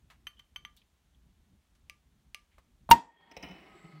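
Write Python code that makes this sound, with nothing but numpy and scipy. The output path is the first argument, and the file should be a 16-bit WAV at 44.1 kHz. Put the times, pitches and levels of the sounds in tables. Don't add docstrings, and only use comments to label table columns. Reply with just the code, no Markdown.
import sys
import numpy as np
from scipy import signal
from scipy.fft import rfft, irfft
from scipy.io import wavfile
from scipy.ndimage import uniform_filter1d

SR = 44100
rng = np.random.default_rng(int(sys.argv[2]) if len(sys.argv) > 2 else 0)


def store_wav(level_fs):
    pcm = np.round(np.clip(np.atleast_2d(level_fs), -1, 1) * 32767)
    wavfile.write(sys.argv[1], SR, pcm.T.astype(np.int16))


N = 176400
TIME_S = np.arange(N) / SR
EVENT_S = TIME_S[:SR]

# freq_hz, t60_s
ROOM_DECAY = [(100, 0.16), (300, 0.45), (1000, 0.27), (3000, 0.22), (8000, 0.27), (16000, 0.063)]


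def amp(db):
    return 10 ** (np.asarray(db) / 20)


def unit(x):
    return x / np.sqrt(np.mean(x ** 2) + 1e-20)


def read(points, hz):
    freq_hz, value = np.transpose(points)
    return np.interp(np.log(hz + 1), np.log(freq_hz + 1), value)


def add(mix, start_s, sound):
    part = mix[round(start_s * SR):][:len(sound)]
    part += sound[:len(part)]


def fade(time_s, t60_s):
    return np.exp(-np.log(1000) * time_s / t60_s)


def ramp(rise_s):
    return np.minimum(EVENT_S / rise_s, 1)


def colour(x, spectrum, size=4096):
    log_gain = np.log(amp(read(spectrum, abs(np.fft.fftfreq(size, 1 / SR)))))
    taps = np.fft.ifft(np.exp(np.conj(signal.hilbert(log_gain)))).real[:size // 2]
    return signal.fftconvolve(x, taps / np.linalg.norm(taps))[:len(x)]


def burst(spectrum, t60_s):
    return colour(rng.standard_normal(SR) * fade(EVENT_S, t60_s), spectrum)


def click(spectrum, scatter, t60_s):
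    drive = rng.standard_normal(SR) * fade(EVENT_S, t60_s)
    drive *= scatter / np.linalg.norm(drive)
    drive[0] = 1
    return colour(drive, spectrum)


def ring(modes, rise_s=.0008):
    rise = 1 - np.exp(-EVENT_S / rise_s)
    return rise * sum(amp(db) * fade(EVENT_S, t60_s) * np.sin(2 * np.pi * hz * EVENT_S)
                      for hz, db, t60_s in modes)


def struck(modes, vary_db=3.0):
    return ring([(hz, db + rng.uniform(-1.26, 1) * vary_db * (db < 0), t60_s) for hz, db, t60_s in modes])


def room(x, decay, rise_s=0.0026):
    hz, time_s, bands = signal.stft(rng.standard_normal(SR), SR, nperseg=256)
    tail = signal.istft(bands * fade(time_s, read(decay, hz)[:, None]), SR, nperseg=256)[1][:SR]
    tail *= 1 - np.exp(-(EVENT_S / rise_s) ** 2)
    return signal.fftconvolve(x, tail / np.linalg.norm(tail))[:N]


def nearby(x, count=12, span_s=.012, echo_gain=.9):
    taps = np.zeros(round(span_s * SR))
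    taps[rng.integers(count, len(taps), count)] = rng.choice([-1, 1], count) * echo_gain / np.sqrt(count)
    taps[0] = 1
    return signal.fftconvolve(x, taps / np.linalg.norm(taps))[:N]


def air(level_db=-67, split_hz=350, wander_db=-4):
    # freq_hz, gain_db
    spectrum = [(15, -36), (25, -7.5), (64, -1), (102, -13.5), (166, -15), (217, -16.5), (503, -32.5),
                (695, -31.5), (2410, -36.5), (3340, -35.5), (5000, -41), (6380, -40), (16000, -48)]
    # time_s, gain_db
    grip = [(0, 1), (.7, -0.5), (1.05, -5), (1.4, 2), (2.2, -3.5), (2.85, 0.5), (3.1, -6), (4.0, -11.5)]
    hz = np.fft.rfftfreq(N, 1 / SR)
    noise_bins = rfft(rng.standard_normal(N)) * amp(read(spectrum, hz))
    lowpass = 1 / (1 + (hz / split_hz) ** 4)
    rates_hz = np.geomspace(.7, 9, 20)
    wander = unit(sum(np.sin(2 * np.pi * (rate * TIME_S + rng.random())) for rate in rates_hz))
    rumble_db = wander_db * wander + np.interp(TIME_S, *np.transpose(grip))
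    rumble = irfft(noise_bins * lowpass, N) * amp(rumble_db)
    hiss = irfft(noise_bins * (1 - lowpass), N)
    return amp(level_db) * unit(rumble + hiss)


def bubbles(rate_per_s=1200, spread_db=1):
    size = amp(spread_db * np.minimum(rng.exponential(1, N), 5))
    return unit(size * rng.choice([-1, 1], N) * (rng.random(N) < rate_per_s / SR))


def fizz():
    # freq_hz, gain_db
    spectrum = [(60, -13), (200, 8), (330, 4.5), (550, 0.5), (1000, 0.5), (1550, -6.5), (2100, -2.5),
                (3000, -9), (4300, -15), (6500, -31.5), (7900, -24.5), (9500, -31.5), (13500, -32.5),
                (16000, -38.5)]
    # time_s, level_db
    envelope = [(2.95, -70.5), (3.17, -66), (3.21, -61), (3.33, -59.5), (3.55, -56.5), (3.75, -59),
                (3.87, -63), (4.0, -64)]
    centres_hz = [935, 890, 930, 1850, 3270, 345, 1272, 2050, 7800, 4300]
    # peak_s, sigma_s, width_hz, level_db
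    swells = [(3.12, .08, 40, -66), (3.22, .035, 50, -57), (3.39, .11, 50, -55), (3.15, .2, 70, -68),
              (3.28, .15, 130, -68), (3.68, .14, 70, -63), (3.87, .17, 25, -62), (3.8, .2, 200, -67),
              (3.81, .08, 450, -76), (3.98, .12, 700, -75)]
    time_s, level_db = np.transpose(envelope)
    out = amp(np.interp(TIME_S, time_s, level_db)) * colour(bubbles(), spectrum)
    drive = bubbles()
    for hz, (peak_s, sigma_s, width_hz, db) in zip(centres_hz, swells):
        b, a = signal.iirpeak(hz, hz / width_hz, SR)
        hollow = unit(signal.lfilter(b, a, signal.lfilter(b, a, drive)))
        swell = np.exp(-((TIME_S - peak_s) / sigma_s) ** 2 / 2)
        out += amp(db) * swell * hollow
    return out * (TIME_S > time_s[0])


def table_bumps(octave_db=-13.5):
    # start_s, level_db, pitch_hz, t60_s
    bumps = [(3.425, -35, 191, 0.1), (3.495, -35.5, 185.7, 0.17), (3.838, -38, 163, 0.11),
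             (3.887, -44.5, 178, 0.1), (3.927, -46.5, 154, 1)]
    out = np.zeros(N)
    for start_s, db, hz, t60_s in bumps:
        add(out, start_s, ramp(0.015) * ring([(hz, db, t60_s), (2 * hz, db + octave_db, t60_s)]))
    return out


def loose_cap(rattle_wet_db=-4.5, rim_wet_db=-14, tail_t60_s=0.92):
    # start_s, rattle_db, rattle_t60_s, ping_db
    landings = [(3.3138, -37.5, 0.029, -36.5), (3.3665, -25.5, 0.029, -29), (3.427, -34.5, 0.16, -28),
                (3.487, -46, 0.025, -44), (3.51, -39, 0.039, -42.5)]
    # freq_hz, gain_db
    spectrum = [(60, -4), (180, -2), (400, -5), (650, 3.5), (1000, -10), (1450, -13.5), (2300, 0.5),
                (2750, -2.5), (3400, -19.5), (3900, -13), (4600, -38), (5300, -13), (6400, -42),
                (8500, -34.5), (12500, -39.5), (15300, -30)]
    # freq_hz, gain_db, t60_s
    rim_modes = [(5520, 0, .011), (5200, -6, .016), (5750, -8, .01), (8500, -17, .01), (14450, -23, .008),
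                 (15350, -23, .008)]
    rattle, rim = np.zeros(N), np.zeros(N)
    for start_s, rattle_db, t60_s, ping_db in landings:
        add(rattle, start_s, amp(rattle_db) * burst(spectrum, t60_s) * ramp(0.0034))
        add(rim, start_s, amp(ping_db) * ring(rim_modes))
    send = amp(rattle_wet_db) * rattle + amp(rim_wet_db) * rim
    return rattle + rim + room(send, [(1000, tail_t60_s)])


def lighter(wet_db=-16):
    # start_s, tick_db, scatter_t60_s, cap_db, teeth_db, glass_db
    taps = [(0.2694, -19.5, 0.032, -32.5, -54, -63), (0.3961, -41.5, 0.032, -48, -80, -75.5),
            (0.5608, -20.5, 0.028, -34, -59, -62), (0.6504, -22.5, 0.018, -43.5, -67, -56)]
    # start_s, snap_db, glass_db
    snaps = [(1.8978, -19, -62), (2.3464, -14, -57.5)]
    # start_s, level_db, t60_s, centre_hz, width_oct
    scuffs = [(0.1, -54.5, 0.15, 1450, 0.88), (0.367, -64, 0.24, 3080, 0.044),
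              (.392, -55, 0.045, 1890, 1.03), (0.765, -60, 0.074, 6900, 1.4), (.77, -63.5, .14, 3630, 0.24),
              (0.816, -63, 0.046, 2780, 0.26), (1.146, -68, 0.03, 3260, 0.11), (1.75, -71, 0.094, 2800, 1),
              (2.515, -75, 0.45, 2250, 0.45), (2.581, -55.5, 0.068, 890, 0.87)]
    # freq_hz, gain_db
    tick_spectrum = [(100, -32), (500, -10), (900, -0.5), (1600, 0), (2200, 11), (3200, 6.5), (4400, -7),
                     (7000, -19.5), (16000, -22)]
    snap_spectrum = [(100, -41), (700, -6.5), (950, -14), (1700, -5.5), (2250, 18), (3100, 6), (3700, -2.5),
                     (4800, 0.5), (7500, -9.5), (10000, -6), (16000, -19)]
    # freq_hz, gain_db, t60_s
    cap_modes = [(3090, 0, .04), (3130, -7, .035), (3070, -27, .4), (1470, -21, .07), (1995, -18, .05),
                 (4495, -35, .12), (6080, -21, .055), (6290, -22, .04)]
    teeth_modes = [(11590, 0, .06), (10770, -17, .15), (8540, -12, .07), (13110, -11, .05),
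                   (13670, -16, .12)]
    glass_modes = [(1190, 5, 0.16), (1690, -9, 0.19), (2180, -29, 0.19), (6105, 4.5, 0.04)]
    out, glass = np.zeros(N), ring(glass_modes)
    for start_s, tick_db, t60_s, cap_db, teeth_db, glass_db in taps:
        cap = amp(cap_db) * struck(cap_modes) + amp(teeth_db) * struck(teeth_modes)
        tick = amp(tick_db) * click(tick_spectrum, scatter=1, t60_s=t60_s)
        add(out, start_s, tick + cap + amp(glass_db) * glass)
    for start_s, snap_db, glass_db in snaps:
        snap = amp(snap_db) * click(snap_spectrum, scatter=0.41, t60_s=0.031)
        add(out, start_s, snap + amp(glass_db) * glass)
    hz = np.geomspace(50, 16000, 50)
    for start_s, db, t60_s, centre_hz, width_oct in scuffs:
        band_db = -10 * np.log10(1 + (np.log2(hz / centre_hz) / width_oct) ** 4)
        add(out, start_s, amp(db) * burst(np.c_[hz, band_db], t60_s) * ramp(0.00174))
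    return out + amp(wet_db) * room(out, ROOM_DECAY)


def pop():
    # freq_hz, gain_db
    crack_spectrum = [(40, -11), (200, 6), (450, -9), (800, 13), (1200, -4.5), (2000, -20.5), (3500, -22.5),
                      (7000, -40.5), (16000, -31.5)]
    leak_spectrum = [(100, -2.5), (2000, -4), (7500, -24.5), (8700, 2.5), (16000, -4.5)]
    blast_spectrum = [(60, -8), (150, 7), (300, 7), (500, -3), (1000, -3.5), (1600, 4), (2400, 5.5),
                      (4000, 0.5), (5600, -4), (7500, -10), (10000, -11.5), (13000, -5.5), (16000, -13.5)]
    thud_spectrum = [(60, -22), (100, -10), (140, 3), (290, 5), (450, -8), (720, -4), (1200, -12),
                     (2000, -27), (16000, -45)]
    # freq_hz, gain_db, t60_s
    overtones = [(936, -37, .22), (1860, -45, .22), (2790, -27, .05), (3280, -57, .25)]
    crack_s, leak_s, push_s, pop_s = 2.8908, 2.9027, 2.905, 2.9122
    crack_db, leak_db, swell_db, pop_db, blast_db, thud_db = -29, -37, -17, 16, 4.5, -13
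    neck_hz, neck_t60_s, neck_rise_s = 932, .07, .0016
    push_hz, push_db, push_t60_s = 60, -4, .08
    swell_lead_s, blast_lead_s = .0045, .002
    pop_wet_db, blast_wet_db = -27, -23
    out, blast = np.zeros(N), np.zeros(N)
    add(out, crack_s, amp(crack_db) * burst(crack_spectrum, t60_s=.085))
    leak = rng.standard_normal(SR) * (EVENT_S < pop_s - leak_s)
    add(out, leak_s, amp(leak_db) * colour(leak, leak_spectrum))

    since_pop_s = np.maximum(EVENT_S - swell_lead_s, 0)
    attack = np.minimum(since_pop_s / neck_rise_s, 1) ** 2
    level = amp(swell_db) * ramp(swell_lead_s) + amp(pop_db) * attack
    neck = level * fade(since_pop_s, neck_t60_s) * np.sin(2 * np.pi * neck_hz * EVENT_S)
    add(out, pop_s - swell_lead_s, neck)
    add(out, pop_s, amp(pop_db) * ring(overtones))
    add(blast, pop_s - blast_lead_s, amp(blast_db) * burst(blast_spectrum, t60_s=.045) * ramp(.003) ** 4)
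    tail = amp(pop_wet_db) * room(out, ROOM_DECAY) + amp(blast_wet_db) * room(blast, ROOM_DECAY)
    out += blast + tail

    add(out, pop_s, amp(thud_db) * burst(thud_spectrum, t60_s=.16))
    add(out, push_s, ring([(push_hz, push_db, push_t60_s)]) * ramp(.02))
    return out


def scene():
    return (lighter() + pop() + nearby(loose_cap()) + table_bumps() + nearby(fizz()) + air())[None]


def record(dry):
    threshold_db, duck_share, attack_s, release_db_per_s = -10, .45, .008, 24
    ceiling, knee = .51, 4.0
    low_cut_hz, high_cut_hz = 34, 15950
    power_db = 10 * np.log10(abs(uniform_filter1d(dry[0] ** 2, size=64)) + 1e-12)
    fall_db = TIME_S * release_db_per_s
    held_peak_db = np.maximum.accumulate(power_db + fall_db) - fall_db
    over_db = np.maximum(held_peak_db - threshold_db, 0)
    pole = np.exp(-1 / (attack_s * SR))
    ducked = dry / amp(duck_share * signal.lfilter([1 - pole], [1, -pole], over_db))
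    clipped = ducked / (1 + abs(ducked / ceiling) ** knee) ** (1 / knee)
    highpass = signal.butter(3, low_cut_hz, "high", fs=SR, output="sos")
    lowpass = signal.firwin(255, high_cut_hz, window=("kaiser", 9), fs=SR)
    return signal.oaconvolve(signal.sosfilt(highpass, clipped), lowpass[None], "same")


dry = scene()
out = record(dry)
store_wav(out)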